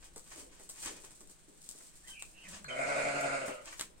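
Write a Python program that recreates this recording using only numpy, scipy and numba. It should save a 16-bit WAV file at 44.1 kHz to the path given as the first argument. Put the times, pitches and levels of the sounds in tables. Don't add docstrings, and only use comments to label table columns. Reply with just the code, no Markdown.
import sys
import numpy as np
from scipy import signal
from scipy.fft import rfft, irfft
from scipy.io import wavfile
from scipy.ndimage import uniform_filter1d
from numba import njit

SR = 44100
rng = np.random.default_rng(int(sys.argv[2]) if len(sys.argv) > 2 else 0)


def master_out(mix):
    frames = np.transpose(np.atleast_2d(mix))
    ceiling = np.clip(frames, -1, 1)
    pcm = np.round(ceiling * 32767).astype(np.int16)
    wavfile.write(sys.argv[1], SR, pcm)


N = 176400

# f/Hz, level/dB
STRAW_SPECTRUM = [(300, -9.5), (1500, -31.5), (3500, -10), (5500, -5), (7000, 0), (8300, 4.5), (9300, -2),
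                  (10500, -11.5), (15500, -14.5)]
YARD_LAG_S, STRAW_LAG_S = 0.000411, 0.0001
HOOF_RISE_S = 0.004


def bleat():
    # t/s, pitch/Hz, voice/dB, rasp/dB, roughness/0-1
    call = [(2.677, 124.2, -45, -39, 0.82), (2.712, 128.2, -45.5, -47.5, 0.76),
            (2.759, 128.1, -37, -45, 0.8), (2.80, 135.1, -36.5, -39.5, 0.7),
            (2.9, 140.5, -35.5, -36.5, 0.71), (2.998, 141.6, -34.5, -35.5, 0.58),
            (3.142, 141.6, -33.5, -38, 0.48), (3.262, 139.1, -33, -37.5, 0.44),
            (3.371, 136.3, -37, -39, 0.3), (3.432, 131.5, -41.5, -44.5, 0.71),
            (3.49, 127.8, -43, -48.5, 0.6), (3.55, 126.7, -48.5, -55, 0.8), (3.655, 125.1, -58, -68, 0.91)]
    # f/Hz, nominal width/Hz, level/dB, share of mouth movement followed
    resonances = [(430, 54, -8.5, 0), (590, 78, 2, 0.84), (642.5, 60, 3.5, 0.97), (810, 81, -23, 0.93),
                  (1391, 108, -2, 0.5), (2082, 240, -13, 0.3)]
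    # t/s, relative shift of the resonances
    mouth = [(2.68, -0.13), (2.76, -0.046), (2.82, 0.042), (2.90, -0.013), (3.15, 0.0064), (3.33, -0.061),
             (3.42, -0.082), (3.52, -0.096), (3.65, -.1)]
    # t/s, f/Hz, level/dB
    upper = [(2.68, 2130, -7), (2.85, 2260, -9.5), (3.05, 2340, -8.5), (3.298, 2514, -13),
             (3.421, 2670, -10.5), (3.549, 2760, -7.5), (3.65, 2890, -23)]
    partials = [-4, 0.5, -6, -11, 2.5, -5]
    # f/Hz, level/dB
    rasp_spectrum = [(150, -6), (400, -6), (620, 4), (800, -9), (1100, -9.5), (1400, 4.5), (1750, -11),
                     (2150, 2), (2500, -5.5), (2850, -18.5), (3200, -26), (3800, -15.5), (4700, -17),
                     (5500, -20.5), (7500, -11), (8800, -14.5), (10300, -33), (15000, -46)]
    quaver_hz, crest_s, pitch_swing, mouth_swing = 11.3, 2.983, 0.014, 0.032
    low_swing_db, high_swing_db, chest_swing_db, rasp_swing_db = 4.5, 1.6, 3.5, 0.92
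    jitter, shimmer_db, puff_cycles = 0.025, 6.5, 0.26
    t = clock()
    at, *columns = np.array(call).T
    hz, voice_db, rasp_db, rough = (np.interp(t, at, c) for c in columns)
    gate = np.clip(np.minimum(t - at[0], at[-1] - t) / 0.0012, 0, 1)
    quaver = np.cos(2 * np.pi * quaver_hz * (t - crest_s))
    cycles = np.cumsum(hz * (1 + pitch_swing * quaver + jitter * rough * drift(170))) / SR
    pulses = hz / SR - np.diff(cycles % 1, prepend=0)
    pulses *= undb(shimmer_db * rough * drift(150))
    puffs = unit(np.exp(-(cycles % 1) / puff_cycles) * noise())
    source = unit(pulses) + 1.42 * rough * puffs

    def ring(track_hz, width_hz):
        stage_hz = 1.34 * width_hz
        return moving_band(moving_band(source, track_hz, stage_hz), track_hz, stage_hz)

    upper_s, *columns = np.array(upper).T
    upper_hz, upper_db = (np.interp(t, upper_s, c) for c in columns)
    throat = ring(upper_hz, width_hz=346) * undb(upper_db + high_swing_db * quaver)
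    opening = np.interp(t, *np.array(mouth).T) + mouth_swing * quaver
    for centre_hz, width_hz, db, follow in resonances:
        swing_db = low_swing_db if centre_hz < 1000 else high_swing_db
        throat += undb(db + swing_db * quaver) * ring(centre_hz * (1 + follow * opening), width_hz)
    throat = throat / np.std(throat[gate > 0]) * gate * undb(voice_db)
    chest = sum(undb(db) * np.sin((k + 1) * 2 * np.pi * cycles + k ** 2) for k, db in enumerate(partials))
    chest_db = voice_db - 9 + chest_swing_db * quaver + rough * (drift(75) - 5)
    chest = unit(chest) * gate * undb(chest_db)
    rasp = colour(puffs, rasp_spectrum) * gate * undb(rasp_db + rasp_swing_db * quaver)
    return shed(throat, wet_db=3, pan_db=1.3) + shed(rasp, wet_db=13, pan_db=-4) + chest


def murmur():
    # t/s, pitch/Hz, level/dB
    contour = [(2.42, 188.5, -77), (2.51, 185.6, -53.5), (2.57, 201, -60), (2.594, 215.6, -67),
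               (2.618, 234, -46), (2.641, 159.6, -53), (2.698, 129.5, -58)]
    t = clock()
    at, hz, db = np.array(contour).T
    phase = 2 * np.pi * np.cumsum(np.interp(t, at, hz) * (1 + 0.095 * drift(121))) / SR
    hum = unit(np.sin(phase) + 0.13 * np.sin(2 * phase) + 0.22 * np.sin(3 * phase))
    level_db = np.interp(t, at, db, left=-120, right=-120) + 2 * drift(44)
    return shed(hum * undb(level_db), wet_db=0.5)


def hooves():
    # t/s, level/dB, thud/dB re step, snap/dB re step, pan/dB
    steps = [(0.16, -34, -11, -7, -1), (0.595, -44, -6, -20, 1.5), (0.691, -36.5, -16, -3, -1),
             (0.96, -46, -7, -16, -5), (1.037, -46, -6, -7, 2), (1.105, -42.5, -16.5, -23, -2.5),
             (1.205, -44, -11, -12, -0.5), (1.292, -48.5, -11, -36, 1), (1.687, -39, -21, -24, 1.5),
             (1.704, -48, -26, -18, -5), (1.748, -59, -2, -20, -7), (3.204, -36, -19, -6, 3),
             (3.479, -40.5, 8.5, -1, 1)]
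    # t/s, level/dB, pan/dB
    knocks = [(2.2237, -33, 2.5), (2.644, -42, -6), (3.796, -28, 3.5), (3.8106, -22, -2)]
    # f/Hz, level/dB
    thud_spectrum = [(60, -55), (200, 12), (500, 7.5), (900, 4), (2500, -4.5), (6000, -56), (15000, -75)]
    # f/Hz, level/dB
    knock_spectrum = [(80, -24), (300, -15), (700, -9), (1400, -4.5), (2700, -7.5), (4000, -8), (5500, -12),
                      (8000, -2.5), (10000, -14), (15500, -19)]
    crush = colour(grains(per_s=5000, spread_db=6), STRAW_SPECTRUM)
    thud = colour(noise(), thud_spectrum)
    out = 0
    for at, db, thud_db, snap_db, pan_db in steps:
        press = np.clip((clock() - at) / HOOF_RISE_S, 0, 1)
        snap = colour(noise() * fade(at, decay_s=0.002), STRAW_SPECTRUM) * undb(snap_db)
        body = crush * fade(at, decay_s=0.011) + undb(thud_db) * thud * fade(at, decay_s=0.012)
        out += shed(undb(db) * (snap + press * body), wet_db=-2.5, pan_db=pan_db, lag_s=STRAW_LAG_S)
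    for at, db, pan_db in knocks:
        blow = noise() * (fade(at, decay_s=0.0006) + undb(-16) * fade(at, decay_s=0.013))
        knock = undb(db) * colour(blow, knock_spectrum)
        out += shed(knock, wet_db=-10, pan_db=pan_db, lag_s=STRAW_LAG_S)
    return out


def footfalls():
    # t/s, level/dB
    landings = [(.36, -52), (.42, -63), (.60, -60), (0.859, -49), (.91, -63), (1.03, -65), (1.21, -61),
                (1.48, -60.5), (1.75, -61.5), (2.421, -70.5), (3.81, -62.5), (3.905, -67)]
    # t/s, level/dB
    clacks = [(.318, -43), (1.805, -52.5), (2.645, -40.5), (3.726, -38.5)]
    dull = thumps(landings, hz=346, width_hz=270, decay_s=0.069)
    hollow = thumps(clacks, hz=1370, width_hz=1070, decay_s=0.0035)
    return shed(dull + hollow, wet_db=-0.5)


def thumps(blows, hz, width_hz, decay_s):
    push = sum(undb(db) * fade(at, decay_s) for at, db in blows)
    return unit(band(noise(), hz, width_hz)) * uniform_filter1d(push, size=150)


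def crunch():
    # f/Hz, level/dB
    grit_spectrum = [(200, -9), (500, -5.5), (1000, 0.5), (1700, 3), (2700, 1), (4000, -3), (6500, 1),
                     (9000, 1), (11000, -26), (15000, -34)]
    start_s, hold_s, decay_s = 0.826, 0.055, 0.02
    age = clock() - start_s
    load = np.clip(age / HOOF_RISE_S, 0, 1) * np.exp(-np.maximum(age - hold_s, 0) / decay_s)
    grit = colour(grains(per_s=800, spread_db=3) * load, grit_spectrum)
    return shed(grit * undb(-44), wet_db=1, lag_s=STRAW_LAG_S)


def scuffs():
    drags = [(0.047, 0.031, 0.017, -64, -56.5), (.272, 0.011, 0.0093, -53.5, -64),
             (0.316, 0.0039, 0.012, -66, -49), (0.402, 0.071, 0.008, -48.5, -52.5),
             (.61, 0.14, 0.049, -65, -62), (.785, 0.044, 0.016, -56, -54.5),
             (0.837, 0.016, 0.019, -45, -53.5), (0.867, 0.023, 0.013, -47.5, -40.5),
             (.915, 0.011, 0.0083, -47, -62), (.97, 0.027, 0.011, -78, -51),
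             (1.05, 0.029, 0.017, -54.5, -57), (1.11, 0.019, 0.013, -65, -62),
             (1.30, 0.071, 0.01, -63.5, -84), (1.79, 0.21, 0.47, -67, -68),
             (2.086, 0.014, 0.011, -49.5, -54.5), (2.551, 0.076, 0.023, -60.5, -46.5),
             (3.475, 0.029, 0.017, -54.5, -51.5), (3.674, 0.021, 0.016, -52.5, -44),
             (3.727, 0.01, 0.008, -50.5, -47.5), (3.807, 0.02, 0.01, -43.5, -45)]
    # f/Hz, level/dB
    scrape_spectrum = [(80, 7.5), (200, 1.5), (350, 1.5), (600, -0.5), (1000, 2), (1600, 0), (2700, 1.5),
                       (4000, -4.5), (8000, -1.5), (15000, -70)]
    t = clock()
    crackle, scrape = undb(-70 + 3 * drift(14)), 0
    for at, rise_s, fall_s, crackle_db, scrape_db in drags:
        swell = np.exp(-np.abs((t - at) / np.where(t < at, rise_s, fall_s)) ** 1.15)
        crackle += undb(crackle_db) * swell
        scrape += undb(scrape_db) * swell
    straw = colour(grains(per_s=2500, spread_db=6) * crackle, STRAW_SPECTRUM) * undb(3)
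    stalks = colour(grains(per_s=450, spread_db=2.5) * crackle, STRAW_SPECTRUM) * undb(-3)
    earth = colour(grains(per_s=2500, spread_db=3.5) * scrape, scrape_spectrum)
    tread = unit(band(noise(), hz=270, width_hz=560)) * undb(-70 + 1.87 * drift(2.9))
    return (shed(stalks, wet_db=-3, lag_s=STRAW_LAG_S) + shed(straw, wet_db=10, pan_db=-2.5)
            + shed(earth, wet_db=7.5, lag_s=STRAW_LAG_S) + shed(tread, wet_db=-6.5))


def whistles():
    # t/s, length/s, start f/Hz, end f/Hz, width/Hz, level/dB
    glides = [(2.032, 0.066, 1760, 2080, 220, -58.5), (2.058, 0.105, 3160, 3045, 149, -53.5),
              (2.065, 0.099, 1637, 1520, 120, -61.5), (2.126, 0.15, 2930, 2420, 382, -54.5),
              (2.13, 0.09, 2570, 2308, 308, -52), (2.331, 0.14, 2640, 2960, 565, -57.5),
              (2.428, 0.059, 2700, 2190, 402, -55), (2.435, 0.061, 2160, 1693, 304, -53.5),
              (2.641, 0.04, 4150, 4254, 400, -52), (2.683, 0.079, 3160, 3016, 223, -47)]
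    t, out = clock(), 0
    for at, length_s, start_hz, end_hz, width_hz, db in glides:
        progress = np.clip((t - at) / length_s, 0, 1)
        phase = 2 * np.pi * np.cumsum(start_hz + (end_hz - start_hz) * progress) / SR
        tone = drift(width_hz) * np.cos(phase) + drift(width_hz) * np.sin(phase)
        out += undb(db) * np.sin(np.pi * progress) * tone
    return shed(out, wet_db=-1, pan_db=-3)


def outdoors():
    # f/Hz, level/dB
    hiss_spectrum = [(20, 36.5), (45, -20), (95, -3.5), (160, 26), (350, -1), (700, 7), (1500, 9),
                     (4000, 5.5), (6000, -8), (8200, -2.5), (10500, -29), (15500, -16)]
    hiss = np.array([colour(noise(), hiss_spectrum) for _ in range(2)])
    hiss += 0.47 * colour(noise(), hiss_spectrum)
    rumble = band(np.array([noise(), noise()]) + 1.45 * noise(), hz=26, width_hz=46)
    gusts = undb(2.5 * drift(6))
    return unit(hiss) * undb(-63) + unit(rumble) * undb(-68) * gusts


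def shed(x, wet_db, pan_db=0, lag_s=YARD_LAG_S):
    t60_s, low_cut_hz = 0.21, 317
    t = np.arange(SR // 2) / SR
    tail = rng.standard_normal((2, len(t))) * np.exp(-np.log(1000) * t / t60_s) * (t > 0.002)
    tail = signal.sosfilt(signal.butter(2, low_cut_hz, "high", fs=SR, output="sos"), tail)
    echo = signal.fftconvolve(x[None], tail / np.sqrt(np.sum(tail ** 2) / 2), axes=1)[:, :N]
    late = irfft(rfft(x) * np.exp(-2j * np.pi * np.arange(N // 2 + 1) * SR / N * lag_s), N)
    mix = (np.array([late, x]) + undb(wet_db) * echo) / np.hypot(1, undb(wet_db))
    return mix * undb(np.array([[pan_db], [-pan_db]]) / 2)


def undb(db):
    return 10 ** (np.asarray(db) / 20)


def unit(x):
    return x / np.sqrt(np.mean(x ** 2) + 1e-20)


def clock():
    return np.arange(N) / SR


def noise():
    return rng.standard_normal(N)


def drift(rate_hz):
    span = max(int(SR / rate_hz), 2)
    return unit(uniform_filter1d(uniform_filter1d(noise(), span, mode="wrap"), span, mode="wrap"))


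def grains(per_s, spread_db):
    size = undb(spread_db * np.minimum(rng.exponential(size=N), 6))
    return unit(noise() * size * (rng.random(N) < per_s / SR))


def fade(start_s, decay_s):
    age = clock() - start_s
    return (age >= 0) * np.exp(-np.abs(age) / decay_s)


def colour(x, spectrum):
    hz, db = np.array(spectrum, float).T
    bins_hz = np.arange(N // 2 + 1) * SR / N
    gain = unit(undb(np.interp(np.log(bins_hz + 1), np.log(hz), db)))
    cepstrum = irfft(np.log(gain), N)
    response = np.exp(rfft(2 * cepstrum * (np.arange(N) < N // 2)) - cepstrum[0])
    return irfft(rfft(x) * response, N)


def band(x, hz, width_hz):
    b, a = signal.iirpeak(hz, hz / width_hz, fs=SR)
    return signal.lfilter(b, a, signal.lfilter(b, a, x))


@njit
def moving_band(x, hz, width_hz):
    y, band_state, low_state = np.empty(len(x)), 0., 0.
    for i in range(len(x)):
        g, damping = np.tan(np.pi * hz[i] / SR), width_hz / hz[i]
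        v = (band_state + g * (x[i] - low_state)) / (1 + g * (g + damping))
        band_state, low_state = 2 * v - band_state, low_state + 2 * g * v
        y[i] = damping * v
    return y


def scene():
    return bleat() + murmur() + whistles() + hooves() + footfalls() + crunch() + scuffs() + outdoors()


def record(dry):
    treble_hz, treble_tilt, top_hz = 8800, 0.4, 15850
    treble = signal.sosfilt(signal.butter(1, treble_hz, "high", fs=SR, output="sos"), dry)
    heard = dry + treble_tilt * treble * np.array([[1], [-1]])
    return signal.sosfilt(signal.ellip(10, 0.2, 70, top_hz, fs=SR, output="sos"), heard)


dry = scene()
out = record(dry)
master_out(out)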